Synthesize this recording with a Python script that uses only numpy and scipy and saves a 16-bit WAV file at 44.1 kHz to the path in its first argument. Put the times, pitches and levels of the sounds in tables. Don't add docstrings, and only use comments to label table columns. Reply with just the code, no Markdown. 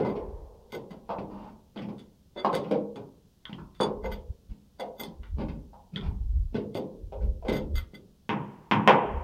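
import sys
import numpy as np
from scipy import signal
from scipy.fft import rfft, irfft
from scipy.io import wavfile
from scipy.ndimage import uniform_filter1d

SR = 44100
rng = np.random.default_rng(int(sys.argv[2]) if len(sys.argv) > 2 else 0)


def waveform_to_disk(signal):
    frames = np.transpose(np.atleast_2d(signal))
    scaled = np.clip(frames, -1, 1) * 32767
    samples = np.round(scaled).astype(np.int16)
    wavfile.write(sys.argv[1], SR, samples)


N = 407043


def undb(db):
    return 10 ** (np.asarray(db) / 20)


def unit(x):
    return x / np.sqrt(np.mean(x ** 2) + 1e-20)


def at(points, hz):
    point_hz, values = np.transpose(points)
    return np.interp(np.log(np.maximum(hz, 1)), np.log(point_hz), values)


def colour(x, points):
    size = 4096
    log_gain = at(points, np.fft.rfftfreq(size, 1 / SR)) * np.log(10) / 20
    cepstrum = irfft(log_gain)
    cepstrum[1:size // 2] *= 2
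    cepstrum[size // 2 + 1:] = 0
    impulse_response = irfft(np.exp(rfft(cepstrum)))
    return signal.fftconvolve(x, impulse_response)[:len(x)]


def add(out, start_s, x):
    i = int(start_s * SR)
    x, i = x[max(-i, 0):], max(i, 0)
    out[i:i + len(x)] += x[:max(N - i, 0)]


def fading_bands(decay, rise_s, size):
    octaves = np.log2(np.maximum(np.fft.rfftfreq(size, 1 / SR), 1))
    centres = np.arange(12, 29)[:, None] / 2
    masks = np.maximum(1 - 2 * abs(octaves - centres), 0)
    t = np.arange(size) / SR
    hz = 2 ** centres
    bloom = 1 - np.exp(-t / (rise_s + 2.0 / hz))
    fade = np.exp(-np.log(1000) * t / at(decay, hz))
    return masks, bloom * fade


def ring(modes, bands, modes_db, tick_db, blur):
    masks, fades = bands
    size = fades.shape[1]
    t = np.arange(size) / SR
    noise_bands = irfft(masks * rfft(rng.standard_normal(size)))
    wash = (noise_bands * fades).sum(axis=0)
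    hz, db, t60 = np.transpose(modes)[:, :, None]
    favour_db = 2 * rng.standard_normal(hz.shape)
    steps = rng.standard_normal((len(hz), size // 256))
    wander = 1 + blur * np.repeat(steps, 256, axis=1)
    turns = np.cumsum(hz * wander, axis=1) / SR + rng.random(hz.shape)
    swing = np.sin(2 * np.pi * turns) * np.exp(-np.log(1000) * t / t60)
    clear_modes = (undb(db + modes_db + favour_db) * swing).sum(axis=0)
    tick = undb(tick_db) * (t == 0)
    return wash + clear_modes + tick


LEAD = 2048


def chatter(x, length_s, rate_hz):
    t = (np.arange(len(x)) - LEAD) / SR
    touched = rng.random(len(x)) < rate_hz / SR
    force = undb(4 * rng.standard_normal(len(x)))
    swell_s = np.clip(0.51 * length_s, 1e-4, .009)
    swell = np.where(t < 0, 0.34 * np.exp(np.minimum(t, 0) / swell_s), 1)
    contacts = touched * (t < length_s) * force * swell
    contacts[LEAD] = 1.37
    return signal.fftconvolve(x, contacts)[:len(x)]


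def tilt(hz, hardness_db, range_hz):
    return hardness_db * np.log2(np.clip(hz, *range_hz) / range_hz[0])


SHELL_RANGE_HZ = (163, 1360)
FITTING_OCTAVES = 0.45


def shell_colour(base, hardness_db, grip_db, fitting_hz):
    hz = np.geomspace(40, 16000, 160)
    resonance = np.exp(-.5 * (np.log2(hz / fitting_hz) / FITTING_OCTAVES) ** 2)
    gain_db = at(base, hz) + tilt(hz, hardness_db, SHELL_RANGE_HZ) + grip_db * resonance
    return np.c_[hz, gain_db]


def at_level(x, level_db, length_s, lead):
    head = x[lead:lead + int((max(length_s, 0) + .045) * SR)]
    return x * undb(level_db) / np.sqrt(np.mean(head ** 2))


def echo(x, lag_s, db):
    delayed = np.pad(x, (int(lag_s * SR), 0))[:len(x)]
    return x + undb(db) * delayed


# start_s, level_db, hardness_db_per_octave, grip_db, fitting_hz
THREAD_SLIPS = [(-.13, -16, -3, 9.5, 400), (8.293, -27.5, -1.5, -9.5, 574), (8.713, -21, -1.5, -15.5, 521),
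                (8.876, -13, 2.5, 1.5, 560)]
# pitch_hz, relative_level_db, t60_s
SHELL_MODES = [(205, 0, .6), (414, -6, .5), (517, -1, .5), (609, -6, .45), (675, -6, .45), (795, -5, .45),
               (827, -7, .45), (941, -7, .5), (1034, -4, .5), (1097, -4, .4), (1489, 0, .3), (1830, -7, .2),
               (2003, -9, .2), (2402, -6, .25), (2624, -5, .3)]
# frequency_hz, t60_s
FREE_SHELL_DECAY = [(130, 0.71), (300, 0.74), (600, 0.58), (1000, 0.5), (1600, 0.3), (3000, 0.17),
                    (5000, 0.16), (9000, 0.24)]
# frequency_hz, gain_db
BANG_COLOUR = [(50, -20.5), (85, -10.5), (130, 6), (205, 5), (290, 1), (430, 7.5), (680, 2.5), (950, 8.5),
               (1300, -4.5), (2400, -3.5), (3200, -6), (4200, -25), (5000, -25), (8000, -46), (12000, -52)]


def slips():
    out = np.zeros(N)
    bands = fading_bands(FREE_SHELL_DECAY, rise_s=0.0011, size=49152)
    hollow_t60 = [(200, 0.3), (500, 2.0), (950, 1.94), (1500, 1.2), (3000, 0.78), (4500, 0.33)]  # Hz, s
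    hollow = fading_bands(hollow_t60, rise_s=.01, size=49152)
    for start_s, level_db, hardness_db, grip_db, fitting_hz in THREAD_SLIPS:
        bang = ring(SHELL_MODES, bands, modes_db=-21.0, tick_db=22.0, blur=0.00057)
        bang = echo(bang, lag_s=0.019, db=-13.5)
        linger = ring(SHELL_MODES, hollow, modes_db=-19, tick_db=0, blur=.002)
        shape = shell_colour(BANG_COLOUR, hardness_db, grip_db, fitting_hz)
        blow = colour(bang + undb(-18.5) * linger, shape)
        add(out, start_s, at_level(blow, level_db, length_s=0, lead=0))
    return out


# frequency_hz, relative_level_db (per Hz)
AIR_COLOUR = [(20, -1.5), (60, 6), (130, 1.5), (200, 4), (280, -8.5), (500, -14), (1000, -22.5),
              (2200, -31), (3200, -24), (6000, -26.5), (8000, -31), (12000, -31.5), (15500, -31.5)]
AIR_DB = -61


def air():
    return undb(AIR_DB) * unit(colour(rng.standard_normal(N), AIR_COLOUR))


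# peak_s, swell_and_fall_s (time constant), level_db
WIND_GUSTS = [(.335, 0.089, -40), (1.3, 0.13, -55), (3.64, .025, -49), (4.1, 0.065, -36),
              (4.302, 0.0085, -32), (4.512, 0.01, -35.5), (5.21, 0.0083, -38), (5.345, 0.014, -29),
              (5.45, 0.099, -36.5), (6.091, 0.021, -25), (6.218, 0.039, -33.5), (6.372, 0.057, -23.5),
              (7.051, 0.024, -37.5), (7.264, 0.036, -22.5), (7.5, 0.053, -36.5), (7.64, 0.0086, -31),
              (7.762, 0.029, -24.5), (9.17, 0.034, -30.5)]
# frequency_hz, relative_level_db
BUFFET_COLOUR = [(15, -23), (28, -1), (50, 7), (75, 2.5), (110, -11.5), (180, -30), (400, -46.5),
                 (1000, -78.5)]
BREEZE_DB = -69


def wind():
    eddies = unit(colour(rng.standard_normal(N), BUFFET_COLOUR))
    eddies /= np.sqrt(uniform_filter1d(eddies ** 2, int(.06 * SR)) + .02)
    t = np.arange(N) / SR
    gain = undb(BREEZE_DB)
    for peak_s, swell_s, level_db in WIND_GUSTS:
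        gain = gain + undb(level_db) / np.cosh(np.clip((t - peak_s) / swell_s, -20, 20))
    return eddies * gain


# start_s, chatter_length_s, level_db, hardness_db_per_octave, grip_db
JAW_KNOCKS = [(.002, 0, -32.5, -6, 3), (.05, 0, -31.5, -3.5, 3), (.155, 0.015, -36, -3.5, 5.5),
              (.728, 0.00027, -41.5, -3.5, 1), (.742, 0.0061, -37, -8.5, 14), (.907, 0.021, -44, -6.5, 1.5),
              (1.092, 0.015, -32.5, 0, 2), (1.186, 0, -36, -7, 2.5), (1.3, .19, -45.5, -3.5, -2.5),
              (1.76, 0.029, -38, -8, 2), (1.82, 0.001, -40, -14.5, -17), (1.887, 0, -41, -7, 1),
              (2.362, 0.01, -38.5, -4.5, 14), (2.447, 0.0072, -23.5, 2, 2), (2.535, 0.026, -30, -8.5, 13.5),
              (2.63, 0.054, -40, -6, -9), (2.713, 0.011, -24, -6, 14), (2.96, 0.0087, -40.5, -4.5, 1),
              (3.495, 0, -43, -9, -6), (3.528, 0.0017, -43.5, -12, -7.5), (3.584, 0.0088, -50, 2.5, -15),
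              (3.802, .002, -29.5, 7.5, -5), (3.805, 0, -25, -7.5, 13.5), (4.044, 0.0098, -33, -5.5, 4.5),
              (4.497, 0.027, -51.5, -13, 0.5), (4.796, 0.013, -35, -1, 14), (4.995, 0.02, -41, -6, -1),
              (5.385, .03, -32.5, -9, 3.5), (5.485, 0.0055, -38, -10, -12),
              (5.732, 0.0098, -52.5, 2.5, 12.5), (5.935, 0.041, -36.5, -19, 9),
              (6.01, .056, -41.5, -7.5, -18.5), (6.545, 0.023, -29, -13, 8.5),
              (6.752, 0.0021, -31.5, -8, 10), (7.123, .008, -39.5, -2.5, 19), (7.215, .02, -43, -12, 12),
              (7.425, .006, -48, 0.5, 23), (7.45, 0.01, -36, -2.5, 20), (7.486, 0.034, -27, -9, 8.5),
              (7.935, 0.002, -48, -13, 8.5)]
# frequency_hz, t60_s
HELD_SHELL_DECAY = [(130, 0.56), (300, 0.59), (480, 0.61), (750, 0.4), (1100, 0.42), (1600, 0.17)]
# frequency_hz, gain_db
BITE_COLOUR = [(45, -32.5), (85, -12), (130, -3.5), (195, 1), (290, 0.5), (400, 2), (520, 0.5), (680, -0.5),
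               (900, 6), (1250, -5.5), (1500, -11), (1800, -22.5), (4000, -70.5)]
FITTING_HZ = 472
STIFFEN_FROM_DB, STIFFEN_OCTAVES = -4, 0.093


def knocks():
    out = np.zeros(N)
    bands = fading_bands(HELD_SHELL_DECAY, rise_s=0.0042, size=24576)
    for start_s, length_s, level_db, hardness_db, grip_db in JAW_KNOCKS:
        shell = ring(SHELL_MODES, bands, modes_db=-22, tick_db=24, blur=0.016)
        stiffening = STIFFEN_OCTAVES * max(hardness_db - STIFFEN_FROM_DB, 0)
        fitting_hz = FITTING_HZ * 2 ** stiffening
        shell = colour(shell, shell_colour(BITE_COLOUR, hardness_db, grip_db, fitting_hz))
        knock = chatter(shell, length_s, rate_hz=300)
        add(out, start_s - LEAD / SR, at_level(knock, level_db, length_s, LEAD))
    return out


# pitch_hz, relative_level_db
HANDLE = [(1497, -3.5), (2060, -1), (2090, -11.5), (3230, -20), (3530, -19.5), (4685, -9.5), (6620, -9),
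          (8090, -19.5), (12010, 3.5)]
WRENCH_T60_S = 0.086
# frequency_hz, t60_s
ECHO_DECAY = [(1300, 0.29), (3000, 0.21), (6000, 0.18), (14000, 0.043)]
# frequency_hz, gain_db
TEETH_COLOUR = [(600, -21.5), (1400, 6), (1700, -1.5), (2400, 4), (3300, -1), (4000, -5.5), (4800, -5),
                (5500, -11.5), (6500, -23.5), (7800, -26), (12000, -29.5)]
SCRAPE_DB, SCRAPE_PER_GRIP = -21.5, 0.28


def scrapes():
    out = np.zeros(N)
    bands = fading_bands(ECHO_DECAY, rise_s=0.001, size=16384)
    modes = [(hz, db, WRENCH_T60_S) for hz, db in HANDLE]
    for start_s, length_s, knock_db, _, grip_db in JAW_KNOCKS:
        teeth = ring(modes, bands, modes_db=-18, tick_db=17.5, blur=.008)
        scrape = chatter(colour(teeth, TEETH_COLOUR), length_s, rate_hz=400)
        level_db = knock_db + SCRAPE_DB - SCRAPE_PER_GRIP * grip_db
        add(out, start_s - LEAD / SR, at_level(scrape, level_db, length_s, LEAD))
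    return out


# start_s, chatter_length_s, level_db, hardness_db_per_octave,
# balance_db (added to the jaw and taken off the handle), ring_over_scrape_db
WRENCH_RATTLES = [(.002, 0.033, -55, -10.5, -16, -4), (0.058, 0.054, -52.5, -4.5, -11, -6.5),
                  (0.721, 0.034, -48, -1, -6, -1), (.907, .02, -62, -3, -8, -5),
                  (1.763, 0.037, -52.5, -12, 10, -19), (1.983, 0.016, -61, -2, 12, -13),
                  (2.375, 0.027, -45, -13.5, 9.5, 5), (2.53, 0.028, -41.5, -5.5, 0.5, 2),
                  (2.552, 0.00089, -43, 1.5, 0, -6), (2.712, 0.0019, -48.5, -6.5, 0, -10),
                  (2.959, 0.0045, -58.5, -2.5, 14, -10), (3.453, 0.021, -53.5, -20, 4.5, -5),
                  (3.747, 0.021, -67.5, -5, 10, -9), (3.809, 0.025, -37.5, -1.5, 11, -0.5),
                  (4.038, 0.023, -47.5, -4.5, -19, 0), (4.117, .021, -48, -4, -7.5, -2),
                  (4.798, 0.0098, -47, -3, 2, 1), (4.997, 0.018, -43.5, 3.5, -4, 6.5),
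                  (5.035, 0.0086, -47.5, 1.5, 2, -2.5), (5.233, 0.026, -59, -14, -4, -12),
                  (5.967, 0.013, -47, -11, 2, -3), (6.552, 0.0087, -49, -15, 5, 9.5),
                  (6.747, 0.032, -50.5, -0.5, -3, -5), (7.209, 0.0039, -69.5, -28, -5, 9),
                  (7.484, 0.016, -41, -6.5, -2, -3), (7.524, 0.048, -43, -3, -5, -1),
                  (7.755, 0.034, -43.5, -1.5, -3.5, 1.5), (7.943, 0.012, -53, -1.5, 0, 5.5)]
# pitch_hz, relative_level_db
JAW = [(3455, -6), (4640, -6.5), (6590, -10), (7542, -9), (9050, -10)]
# frequency_hz, gain_db
STEEL_COLOUR = [(600, -9.5), (1350, 0.5), (1700, -7), (2100, 1), (2500, -7), (3200, 3.5), (3600, 5.5),
                (4050, -5), (4700, 0.5), (5500, -11.5), (6600, -7.5), (7200, -19.5), (8100, -7.5),
                (12000, -13.5), (12800, -26), (15500, -22.5)]
WRENCH_RANGE_HZ = (1800, 12000)


def rattles():
    out = np.zeros(N)
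    bands = fading_bands(ECHO_DECAY, rise_s=0.0017, size=16384)
    for start_s, length_s, level_db, hardness_db, balance_db, ring_db in WRENCH_RATTLES:
        jaw = [(hz, db + balance_db, WRENCH_T60_S) for hz, db in JAW]
        handle = [(hz, db - balance_db, WRENCH_T60_S) for hz, db in HANDLE]
        shape = [(hz, db + tilt(hz, hardness_db, WRENCH_RANGE_HZ)) for hz, db in STEEL_COLOUR]
        steel = ring(jaw + handle, bands, modes_db=ring_db, tick_db=26.5, blur=.004)
        rattle = chatter(colour(steel, shape), length_s, rate_hz=500)
        add(out, start_s - LEAD / SR, at_level(rattle, level_db, length_s, LEAD))
    return out


# start_s, pitch_hz, level_db
NUT_SNAPS = [(1.184, 2480, -52), (1.776, 3230, -46.5), (3.454, 3270, -38.5), (3.53, 3030, -43.5),
             (5.96, 3330, -32), (6.011, 3320, -46.5)]
FRAME_HZ, FRAME_DB = 1900, -8


def resonate(x, hz):
    sos = signal.butter(2, [hz / 1.07, hz * 1.07], "band", fs=SR, output="sos")
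    return signal.sosfilt(sos, x)


def snaps():
    out, t = np.zeros(N), np.arange(4096) / SR
    for start_s, pitch_hz, level_db in NUT_SNAPS:
        scatter = undb(-29.5) * rng.standard_normal(len(t)) * np.exp(-t / 0.021)
        impulse = (t == 0) + scatter
        click = resonate(impulse, pitch_hz) + undb(FRAME_DB) * resonate(impulse, FRAME_HZ)
        onset_rms = np.sqrt(np.mean(click[:256] ** 2))
        add(out, start_s, click * undb(level_db) / onset_rms)
    return out


def scene():
    return (knocks() + scrapes() + rattles() + snaps() + slips() + wind() + air())[None]


TOP_HZ = 15800


def record(dry):
    low_pass = signal.ellip(10, .1, 80, TOP_HZ, fs=SR, output="sos")
    return signal.sosfilt(low_pass, dry)


dry = scene()
out = record(dry)
waveform_to_disk(out)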